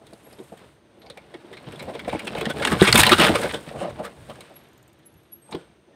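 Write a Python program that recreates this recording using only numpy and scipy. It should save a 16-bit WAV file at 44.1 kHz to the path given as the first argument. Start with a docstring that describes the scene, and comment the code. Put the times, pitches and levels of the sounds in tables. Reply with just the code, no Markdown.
"""Tyres rumble quietly on a dirt trail, with small bumps and leaf cracks, under the hush of a wood.
The bicycle rolls up, passes and coasts off: coloured noise and tiny breaks follow its level curves.
Roots thump as resonant noise bursts, twigs and leaves snap as ragged ones, hard blows ring as sines.
A small bird's mostly high sine notes linger in noise echoes; late on, a slowing freewheel ticks.
All of it reaches one microphone on the ground, overloaded at the pass."""
import sys
import numpy as np
from scipy import signal
from scipy.fft import rfft, irfft, next_fast_len
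from scipy.io import wavfile
from scipy.ndimage import map_coordinates

SR = 44100
rng = np.random.default_rng(int(sys.argv[2]) if len(sys.argv) > 2 else 0)


def gain_from_db(level_db):
    """Turn a decibel level (scalar or array-like) into a linear amplitude factor."""
    decades = np.asarray(level_db, float) / 20
    return 10 ** decades


def put_to_file(sound):
    """Save the sound as 16-bit audio at rate SR, in the file named by the first command-line argument."""
    columns = np.atleast_2d(sound).T  # one column per channel
    safe = np.clip(columns, -1, 1)
    whole_steps = np.round(safe * 32767)
    wavfile.write(sys.argv[1], SR, whole_steps.astype(np.int16))


N = 262783  # samples

# Level curves of the rolling tyres: time_s, soil_level_db, leaf_crush_level_db, treble_fizz_level_db
ROLL_LEVELS = [(0, -57, -64, -76.5), (0.101, -54, -60, -67.5), (.45, -56.5, -59, -63),
               (.6, -53, -56.5, -67.5), (.72, -59.5, -62.5, -70.5), (0.819, -61, -67.5, -84.5),
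               (1.0, -55.5, -62.5, -76.5), (1.5, -53, -56, -69.5), (1.85, -42, -49, -62.5),
               (2.06, -43, -49, -64.5), (2.301, -41.5, -46.5, -59), (2.55, -36.5, -43.5, -56.5),
               (2.66, -33.5, -35, -44), (2.77, -29.5, -37.5, -48), (2.84, -29, -27, -35.5),
               (2.92, -31, -29, -38), (3.0, -26.5, -20.5, -34), (3.159, -30.5, -31.5, -39),
               (3.251, -24.5, -22.5, -37), (3.33, -29, -32.5, -43.5), (3.4, -35, -34, -39.5),
               (3.629, -46, -48.5, -57.5), (3.929, -46, -50, -63), (4.12, -52, -56, -65.5),
               (4.3, -52, -54, -61), (4.56, -55, -57, -71), (4.9, -61, -65, -84.5), (5.41, -64, -68, -86.5),
               (5.59, -56, -59.5, -72.5), (5.811, -64, -70, -87), (5.96, -60, -65, -88)]
# Spectrum of the deep ground rumble: freq_hz, relative_level_db (per Hz)
RUMBLE_SPECTRUM = [(15, -53), (25, -25), (64, -1), (108, -2.5), (150, -0.5), (200, -25), (330, -120)]
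# Spectrum of the tyre on soil: freq_hz, relative_level_db (per Hz)
DRONE_SPECTRUM = [(71, -37), (120, -7.5), (206, 1.5), (370, -3.5), (470, 0.5), (514, -6), (563, -0.5),
                  (1050, -13), (1300, -30.5), (1690, -45), (2860, -120)]
# Spectrum of crushed leaf litter: freq_hz, relative_level_db (per Hz)
CRUSH_SPECTRUM = [(470, -35.5), (800, -3.5), (897, 0.5), (1490, 1), (1720, 0), (2160, -2), (3380, -4.5),
                  (3670, -4), (5600, -16), (7280, -36.5), (12300, -120)]
# Spectrum of the treble fizz of the litter: freq_hz, relative_level_db (per Hz)
FIZZ_SPECTRUM = [(3120, -35), (5300, -8.5), (5780, -14), (6160, -8.5), (7500, -7), (7960, -3.5),
                 (8840, 0.5), (10700, -12.5), (12700, -12.5), (13200, -15), (14900, -16), (15800, -20)]
RUMBLE_DB, RUMBLE_SWING_DB = -7, 3  # ground rumble re tyre on soil; how far it wavers

# Hush of the wood: freq_hz, relative_level_db (per Hz)
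AIR_SPECTRUM = [(24, -42.5), (40, -13), (123, 3), (327, -6.5), (596, -13), (693, -15.5), (3190, -20.5),
                (5260, -31.5), (6110, -23.5), (7650, -37), (8670, -20), (9820, -35), (15800, -43.5)]
AIR_DB = -63
# Bird notes: start_s, peak_db, pitch_hz, linger_db (echoes re note, before a common trim)
BIRD_NOTES = [(.118, -67, 11100, 0), (.243, -54, 11330, -3), (.43, -71, 11400, 3), (.994, -61, 11400, -13),
              (4.558, -43, 11330, -22), (5.059, -45, 11250, -17.5), (5.17, -59.5, 11400, -13),
              (5.325, -35.5, 11330, -31.5), (5.35, -49, 11480, -11), (5.42, -52, 8460, -0.5),
              (1.72, -63, 11350, -8), (5.935, -59, 1820, 0)]
# Steady narrow hums in the wood: pitch_hz, width_hz (of one filter pass), level_db
HUMS = [(330, 72, -63.5), (6200, 210, -86.5)]

# Bumps over roots and clods: crest_s, level_db (before trim), ring_hz, length_ms (sets rise and fall)
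BUMPS_HIT = [(0.02, -46, 616, 15), (0.328, -48, 630, 15), (.62, -48.5, 500, 20), (0.98, -47, 300, 14),
             (1.646, -45.5, 360, 7.7), (1.83, -39, 547, 43), (2.0578, -34, 586, 6), (2.245, -34.5, 199, 22),
             (2.311, -34, 407, 16), (4.001, -36.5, 220, 18), (4.185, -48, 430, 22), (4.39, -44.5, 530, 33),
             (5.6, -48, 435, 42), (5.899, -55.5, 400, 54), (0.133, -37, 434, 7.5), (0.2749, -42, 500, 12),
             (0.4008, -36.5, 350, 24.5), (0.5282, -35, 496, 10.4), (1.0564, -46, 646, 38),
             (1.104, -38, 433, 6.9), (1.1755, -39.5, 600, 11), (1.3495, -36.5, 330, 16),
             (1.454, -43.5, 330, 25), (1.526, -39.5, 384, 28), (1.6813, -33.5, 218, 15),
             (1.7358, -37, 374, 16), (1.891, -27, 650, 20.5), (1.957, -30, 455, 14),
             (2.0805, -21.5, 583, 8.5), (2.0869, -21, 500, 4.4), (2.134, -21, 704, 8.7),
             (2.1521, -18, 290, 4.8), (2.2792, -31.5, 336, 12), (2.3566, -26, 490, 12),
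             (2.384, -26, 586, 13), (2.4167, -27, 394, 9.6), (2.4318, -27, 490, 15),
             (2.4722, -21.5, 234, 9.2), (2.5051, -23, 567, 9.8), (2.613, -22.5, 447, 13.6),
             (2.6805, -26, 246, 34), (2.7244, -14, 193, 16), (2.8854, -15.5, 430, 8.7),
             (2.953, -11.5, 223, 14.6), (2.9933, -12.5, 930, 11.3), (3.085, -22, 850, 56),
             (3.122, -8, 330, 9.7), (3.1996, -12, 240, 15), (3.243, -18.5, 550, 55), (3.298, -14, 322, 13),
             (3.354, -13.5, 470, 8.4), (3.3987, -23, 456, 13), (3.452, -22.5, 583, 29),
             (3.5503, -27.5, 460, 27), (3.6789, -31.5, 228, 8.7), (3.7131, -34.5, 603, 12),
             (3.7622, -31, 604, 34), (3.8196, -25.5, 566, 21), (3.832, -23.5, 567, 9.9),
             (3.849, -25, 550, 35), (3.8906, -34.5, 484, 20), (4.0039, -26.5, 600, 30),
             (4.0597, -35.5, 492, 29), (4.3029, -35, 626, 21), (4.5111, -43.5, 587, 13),
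             (5.497, -44, 808, 12), (5.5286, -32.5, 820, 13.4), (5.5522, -28.5, 330, 16.7)]
BUMP_RISE, BUMP_FALL = .7, .9  # shares of the length
# Hard blows on the tyre: start_s, level_db (before ring levels), lowest_ring_hz
HARD_BLOWS = [(2.8178, -2, 197.2), (5.548, -27.5, 172)]
# Rings of the tyre's air cavity: multiple (of the lowest ring), level_db (re blow), t60_s
TYRE_RINGS = [(1.002, -4.5, .13), (1.95, 5.5, 0.028), (3.1, -14.5, 0.027)]

# Snapping twigs and leaves: crest_s, level_db (before trim), ring_hz, rise_ms (nominal), fizz_db (relative)
TWIG_SNAPS = [(0.0693, -49, 3480, 2.7, -4), (0.1336, -49, 4360, 2.6, -4), (.577, -54, 3370, 8, -6),
              (0.389, -48, 3670, 3, -13), (1.0235, -50.5, 4040, 9.9, -17), (1.063, -46, 4550, 1.5, -18),
              (1.101, -36, 3830, 1.9, -9.5), (1.1752, -39.5, 2120, 2.4, -12.5),
              (1.3443, -39, 1870, 5.4, -18), (1.5345, -38.5, 1910, 6.2, -14.5),
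              (1.5744, -38.5, 2170, 6.7, -19), (1.7237, -43.5, 2420, 7, -10),
              (1.7988, -33.5, 2260, 7.1, -14), (1.9524, -37.5, 2280, 14, -15),
              (1.9949, -31.5, 2160, 3.7, -14.5), (2.0488, -36, 1920, 2.4, -24),
              (2.0957, -29.5, 2230, 3.2, -18), (2.128, -33, 2310, 1.8, -16), (1.83, -44, 2310, 9.9, -6),
              (1.9, -43, 1000, 14, -14), (2.0847, -36, 2200, 6.7, -11), (2.15, -38, 2420, 50, -14),
              (0.33, -49, 4600, 3.2, -5), (2.195, -28.5, 2280, 2.8, -11.5),
              (2.2526, -40.5, 2900, 6.8, -4.5), (2.2756, -25, 2630, 6.2, -12.5),
              (2.352, -30, 1530, 3.7, -20), (2.386, -32, 2310, 24, -16), (2.4124, -27, 2370, 3.9, -11),
              (2.4557, -22, 1900, 2.4, -14.5), (2.5058, -24.5, 1490, 10, -14), (2.598, -29, 1700, 3, -17),
              (2.6279, -20.5, 1563, 7.5, -17.5), (2.6759, -17.5, 1624, 4.4, -15),
              (2.7275, -20, 1155, 25, -17.5), (2.8014, -21, 1130, 4.6, -22),
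              (2.8115, -16.5, 3673, 2, -20.5), (2.8244, -15.5, 1990, 2, -8.5),
              (2.8421, -18.5, 1570, 31, -11), (2.8843, -12.5, 2307, 18, -11.5),
              (2.946, -15.5, 1226, 1.8, -6), (2.9577, -8.5, 3570, 5.5, -9.5),
              (2.98, -12.5, 2250, 6.8, -2.5), (3.0025, -11, 3566, 12, 0), (3.0331, -5, 1880, 1.8, -12),
              (3.068, -9.5, 3973, 3.6, -11.5), (3.094, -9.5, 2050, 1.5, -11.5),
              (3.1241, -5.5, 1284, 10, -19.5), (3.132, -8.5, 1451, 4.2, -18),
              (3.185, -14.5, 1293, 2.9, -11), (3.2008, -12, 2934, 7.6, -15), (3.218, -12.5, 2830, 12, -17),
              (3.248, -16, 3260, 12, -11), (3.272, -15, 1503, 12, -16.5), (3.3595, -17.5, 1170, 12, -15.5),
              (3.448, -25.5, 1520, 28, -21), (3.555, -30, 1500, 27, -13.5), (3.6918, -46, 2530, 11, -9),
              (3.8311, -37, 1220, 60, -11), (3.9042, -44, 1030, 10, -9), (4.0, -44, 1200, 15, -15),
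              (4.056, -33, 1210, 22, -13), (4.304, -38.5, 1150, 11, -16), (4.3578, -45.5, 1630, 3, -8.5),
              (4.4078, -39.5, 3900, 1.9, -3.5), (5.517, -49, 3560, 8.6, 1.5), (5.5276, -35, 3930, 3.8, -24),
              (5.5509, -33.5, 997, 4.5, -18), (5.61, -53, 1486, 72, -18), (4.46, -58, 2500, 45, -7)]
SNAP_FALL_MS, FALL_PER_RISE = 8.3, 0.32  # nominal; a slower crush also dies more slowly
# Clean twig breaks: crest_s, level_db (before trim), ring_hz, rise_ms (nominal), fizz_db (relative)
CLEAN_BREAKS = [(2.928, -2.5, 4600, 1.6, -5.5), (2.654, -13.5, 3510, 4.9, -11.5),
                (3.016, -16, 4000, 2.8, -2), (3.2846, -14, 1520, 3.6, -21), (3.545, -24.5, 2970, 5.9, -18)]
CLEAN_FALL_MS = 2.8  # nominal
SMALL_SNAPS = 70  # count
SMALL_DB, SMALL_SPREAD_DB = 0.5, 3.5  # re leaf litter
SMALL_FIZZ_DB = -15  # mean of their fizz column

# Shudders of the ground: crest_s, level_db, length_ms (9 dB rise and fall time)
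GROUND_SHUDDERS = [(1.68, -44, 16), (2.14, -42, 28), (2.4, -54, 22), (2.51, -56, 20), (2.72, -34, 15),
                   (2.81, -34, 23), (2.9, -26, 16), (2.96, -23.5, 40), (3.01, -22, 28), (3.14, -34, 23),
                   (3.32, -22.5, 17), (3.37, -28, 15), (3.68, -46.5, 25), (3.79, -39, 35),
                   (3.93, -37.5, 31), (4.03, -49, 36), (4.25, -46, 80), (4.8, -57.5, 37), (5.15, -48.5, 25)]

# Ring modes of the freewheel pawls: pitch_hz, width_hz (of one filter pass), level_db (re tick)
PAWL_MODES = [(13250, 1100, 0.5), (8410, 1170, 0), (6870, 960, -1), (7000, 9000, -3)]
TICK_COUNT, SLOWS_FROM = 15, 8.5  # ticks; gap index after which the gaps widen
FIRST_TICK_S, TICK_GAP_S, GAP_GROWS_S, TICK_JITTER_S = 4.445, .0478, .0092, .002
TICK_DB, LOUDEST_S, TICK_FADE_DB = -65.5, 4.81, 38  # fade in dB per s squared


def unit(x):
    """Scales x to rms 1."""
    return x / np.sqrt(np.mean(x ** 2) + 1e-20)


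def coloured(x, spectrum):
    """Filters x by (Hz, dB) points read on a log axis."""
    m = next_fast_len(len(x) + 2048)
    hz, db = np.transpose(spectrum)
    freqs = np.fft.rfftfreq(m, 1 / SR)
    gain = gain_from_db(np.interp(np.log(freqs + 1), np.log(hz + 1), db))
    return irfft(rfft(x, m) * gain, m)[:len(x)]


def wobble(rate):
    """Draws a smooth random curve, rate knots a second."""
    knots = rng.standard_normal(int(N * rate / SR) + 4)
    return map_coordinates(knots, [np.arange(N) * rate / SR])


def fade(t, rise, t60):
    """Quick rise, exponential fall, top 1; both times in s."""
    shape = (1 - np.exp(-t / rise)) * gain_from_db(-60 * t / t60)
    return shape / shape.max()


def swell(t, rise_ms, fall_ms):
    """Top 1 at t = 0; an abrupt rise gains 9 dB in rise_ms, an ever faster fall loses 9 dB in fall_ms."""
    rise = (1000 * t / rise_ms) ** 2
    fall = (1000 * np.abs(t) / fall_ms) ** 1.25
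    return gain_from_db(-9 * np.where(t < 0, rise, fall))


def resonate(x, hz, width_hz):
    """Passes x twice through a resonance for steep skirts; the energy of x is kept."""
    b, a = signal.iirpeak(hz, hz / width_hz, SR)
    ringing = signal.lfilter(b, a, signal.lfilter(b, a, x))
    return unit(ringing) * np.sqrt(np.mean(x ** 2))


def add(track, s, sound):
    """Mixes a sound in at time s."""
    start = round(s * SR)
    part = track[max(start, 0):][:len(sound) + min(start, 0)]
    part += sound[max(-start, 0):][:len(part)]


def roll_levels():
    """Tyre, leaf and fizz levels in dB, one value per sample."""
    s, *levels = np.transpose(ROLL_LEVELS)
    return [np.interp(np.arange(N) / SR, s, db) for db in levels]


def crackle(spectrum, level_db, share, clump_db):
    """Noise and tiny uneven breaks in clumps; the louder (nearer) the tyre, the more they stand apart."""
    near = np.clip((level_db - level_db.min()) / 30, 0, 1)
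    happens = rng.random(N) < .02  # chance of a break at each sample
    size = gain_from_db(2.5 * np.minimum(rng.exponential(size=N), 5)) * happens
    breaks = unit(size * rng.standard_normal(N))
    share = np.clip(share, 0, 1) * near
    mix = np.sqrt(1 - share) * rng.standard_normal(N) + np.sqrt(share) * breaks
    clumps = gain_from_db(clump_db * near * (wobble(30) + wobble(90)))
    return gain_from_db(level_db) * unit(coloured(mix * clumps, spectrum))


def rolling():
    """Both tyres press steadily on soil and leaf litter: rumble, drone, crush and fizz."""
    drone_db, crush_db, fizz_db = roll_levels()
    rumble_db = drone_db + RUMBLE_DB + RUMBLE_SWING_DB * wobble(12)
    rumble = crackle(RUMBLE_SPECTRUM, rumble_db, share=0.13, clump_db=-0.3)
    drone = crackle(DRONE_SPECTRUM, drone_db, share=0.21, clump_db=2.5)
    crush = crackle(CRUSH_SPECTRUM, crush_db, share=0.57, clump_db=2.3)
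    fizz = crackle(FIZZ_SPECTRUM, fizz_db, share=0.56, clump_db=-0.86)
    return rumble + drone + crush + fizz


def wood():
    """Bird notes, smeared by echoes from the trunks, over a hush and faint narrow hums."""
    hush = unit(coloured(rng.standard_normal(N), AIR_SPECTRUM))
    out = gain_from_db(AIR_DB + 0.93 * wobble(0.89)) * hush
    t = np.arange(-SR // 20, SR) / SR
    for s, db, hz, linger_db in BIRD_NOTES:
        note = np.sin(2 * np.pi * hz * t) * swell(t, 10.4, 9.9)
        echo_shape = fade(np.maximum(t + 0.0092, 0), 0.018, 0.68)
        echoes = resonate(rng.standard_normal(len(t)), hz, 200) * echo_shape
        # the note crests 10 ms after its start
        add(out, s + 0.01 + t[0], gain_from_db(db) * (note + gain_from_db(linger_db - 6.5) * echoes))
    for hz, width_hz, db in HUMS:
        out += gain_from_db(db) * resonate(rng.standard_normal(N), hz, width_hz)
    return out


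def bumps():
    """Roots and clods shake the tyre in short broad rumbles; hard blows ring its air cavity."""
    out = np.zeros(N)
    t = np.arange(-SR // 10, SR // 5) / SR
    for s, db, hz, length_ms in BUMPS_HIT:
        shake = rng.standard_normal((2, len(t)))
        shape = swell(t, BUMP_RISE * length_ms, BUMP_FALL * length_ms)
        size = np.sqrt(np.mean(shape ** 2))
        body = 0.67 * resonate(unit(shake[0] * shape), hz, .45 * hz) * size
        rumble = 0.57 * shape * unit(coloured(shake[1], DRONE_SPECTRUM))
        add(out, s + t[0], gain_from_db(db - 0.48) * (body + rumble))
    t = t[t >= 0]
    for s, db, hz in HARD_BLOWS:
        for multiple, ring_db, t60 in TYRE_RINGS:
            ring = np.sin(2 * np.pi * multiple * hz * t) * fade(t, 0.00018, t60)
            add(out, s, -gain_from_db(db + ring_db) * ring)
    return out


def small_snaps():
    """Lesser breaks at chance times, levelled around the crush of the litter; columns as the snaps."""
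    u = rng.random((SMALL_SNAPS, 2))
    g = rng.standard_normal((SMALL_SNAPS, 3))
    crush_db = roll_levels()[1][(u[:, 0] * N).astype(int)]
    db = crush_db + SMALL_DB + SMALL_SPREAD_DB * g[:, 0]
    ring_hz = 1200 + 2800 * u[:, 1]
    rise_ms = 4 * gain_from_db(5 * g[:, 1])
    fizz_db = SMALL_FIZZ_DB + 4 * g[:, 2]
    return np.transpose([u[:, 0] * N / SR, db, ring_hz, rise_ms, fizz_db])


def snaps():
    """Twigs and brittle leaves give way with a crack, then splinter in a ragged burst that leaves two rings."""
    out = np.zeros(N)
    t = np.arange(-SR // 12, SR // 8) / SR
    rows = [(*row, SNAP_FALL_MS + FALL_PER_RISE * row[3]) for row in [*TWIG_SNAPS, *small_snaps()]]
    rows += [(*row, CLEAN_FALL_MS) for row in CLEAN_BREAKS]
    for s, db, hz, rise_ms, fizz_db, fall_ms in rows:
        # a new random splinter level every 30 samples
        splinters = gain_from_db(3.3 * np.repeat(rng.standard_normal(len(t) // 30 + 1), 30)[:len(t)])
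        ragged = rng.standard_normal((4, len(t))) * splinters
        crack = 0.28 * swell(t + rise_ms / 1600, .5, 3.3)  # ahead of the crest
        shape = swell(t, 0.87 * rise_ms, 1.1 * fall_ms) + crack
        size = np.sqrt(np.mean(shape ** 2))
        ring = 0.51 * size * resonate(unit(ragged[0] * shape), hz, 0.18 * hz)
        ring += 0.32 * size * resonate(unit(ragged[3] * shape), rng.uniform(1500, 4070), 450)
        crunch = 0.53 * shape * unit(coloured(ragged[1], CRUSH_SPECTRUM))
        top_db = rng.normal(-1.5, 3.5)  # the very top of each fizz is brighter or duller by chance
        fizz = unit(coloured(ragged[2], FIZZ_SPECTRUM))
        fizz = coloured(fizz, [(9500, 0.0021), (11500, top_db)])
        fizz *= gain_from_db(fizz_db) * (swell(t, 0.93 * rise_ms, 0.52 * fall_ms) + .3 * crack)
        add(out, s + t[0], gain_from_db(db - 0.78) * (ring + crunch + fizz))
    return out


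def trunks(x):
    """Trunks and banks give a short diffuse answer: x convolved with fading noise."""
    t = np.arange(SR // 2) / SR
    tail = rng.standard_normal(len(t)) * fade(t, 0.0033, 0.076)
    return signal.fftconvolve(x, tail / np.linalg.norm(tail))[:N]


def shudders():
    """Deep rumble swells as the weight of the bike drops into hollows."""
    t = np.arange(N) / SR
    gain = sum(gain_from_db(db) * swell(t - s, length_ms, length_ms) for s, db, length_ms in GROUND_SHUDDERS)
    return gain * unit(coloured(rng.standard_normal(N), RUMBLE_SPECTRUM))


def freewheel():
    """The pawls click over the ratchet, further apart as the wheel slows."""
    out = np.zeros(N)
    t = np.arange(SR // 20) / SR
    gaps = TICK_GAP_S + GAP_GROWS_S * np.maximum(np.arange(TICK_COUNT) - 1 - SLOWS_FROM, 0)
    times = FIRST_TICK_S + np.cumsum(gaps) - gaps[0]
    for s in times + TICK_JITTER_S * rng.standard_normal(TICK_COUNT):
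        db = TICK_DB - TICK_FADE_DB * (s - LOUDEST_S) ** 2
        for hz, width_hz, mode_db in PAWL_MODES:
            ring = resonate(rng.standard_normal(len(t)), hz, width_hz)
            level = gain_from_db(db + mode_db + rng.normal(0, 3))
            add(out, s, level * ring * fade(t, 0.00078, 0.028))
    return out


def scene():
    """All sources reach one microphone, copied to both channels."""
    hits = bumps() + snaps() + freewheel()
    answer = gain_from_db(-10.5) * trunks(hits)
    mix = hits + answer + rolling() + shudders() + wood()
    return np.tile(mix, (2, 1))


def band_limit(x):
    """A steep low-pass at the top of the band."""
    return signal.sosfilt(signal.butter(12, 16490, fs=SR, output="sos"), x)


def record(dry):
    """The microphone passes neither deep bass nor the top; its input overloads at the loudest breaks."""
    low_cut = signal.butter(3, 48, btype="high", fs=SR, output="sos")
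    top_cut = signal.butter(24, 15800, fs=SR, output="sos")
    heard = signal.sosfilt(low_cut, dry)
    heard = signal.sosfiltfilt(top_cut, heard)
    overloaded = heard / (1 + np.abs(heard / .98) ** 8) ** (1 / 8)  # levels off near .98
    return band_limit(overloaded)


dry = scene()
out = record(dry)
put_to_file(out)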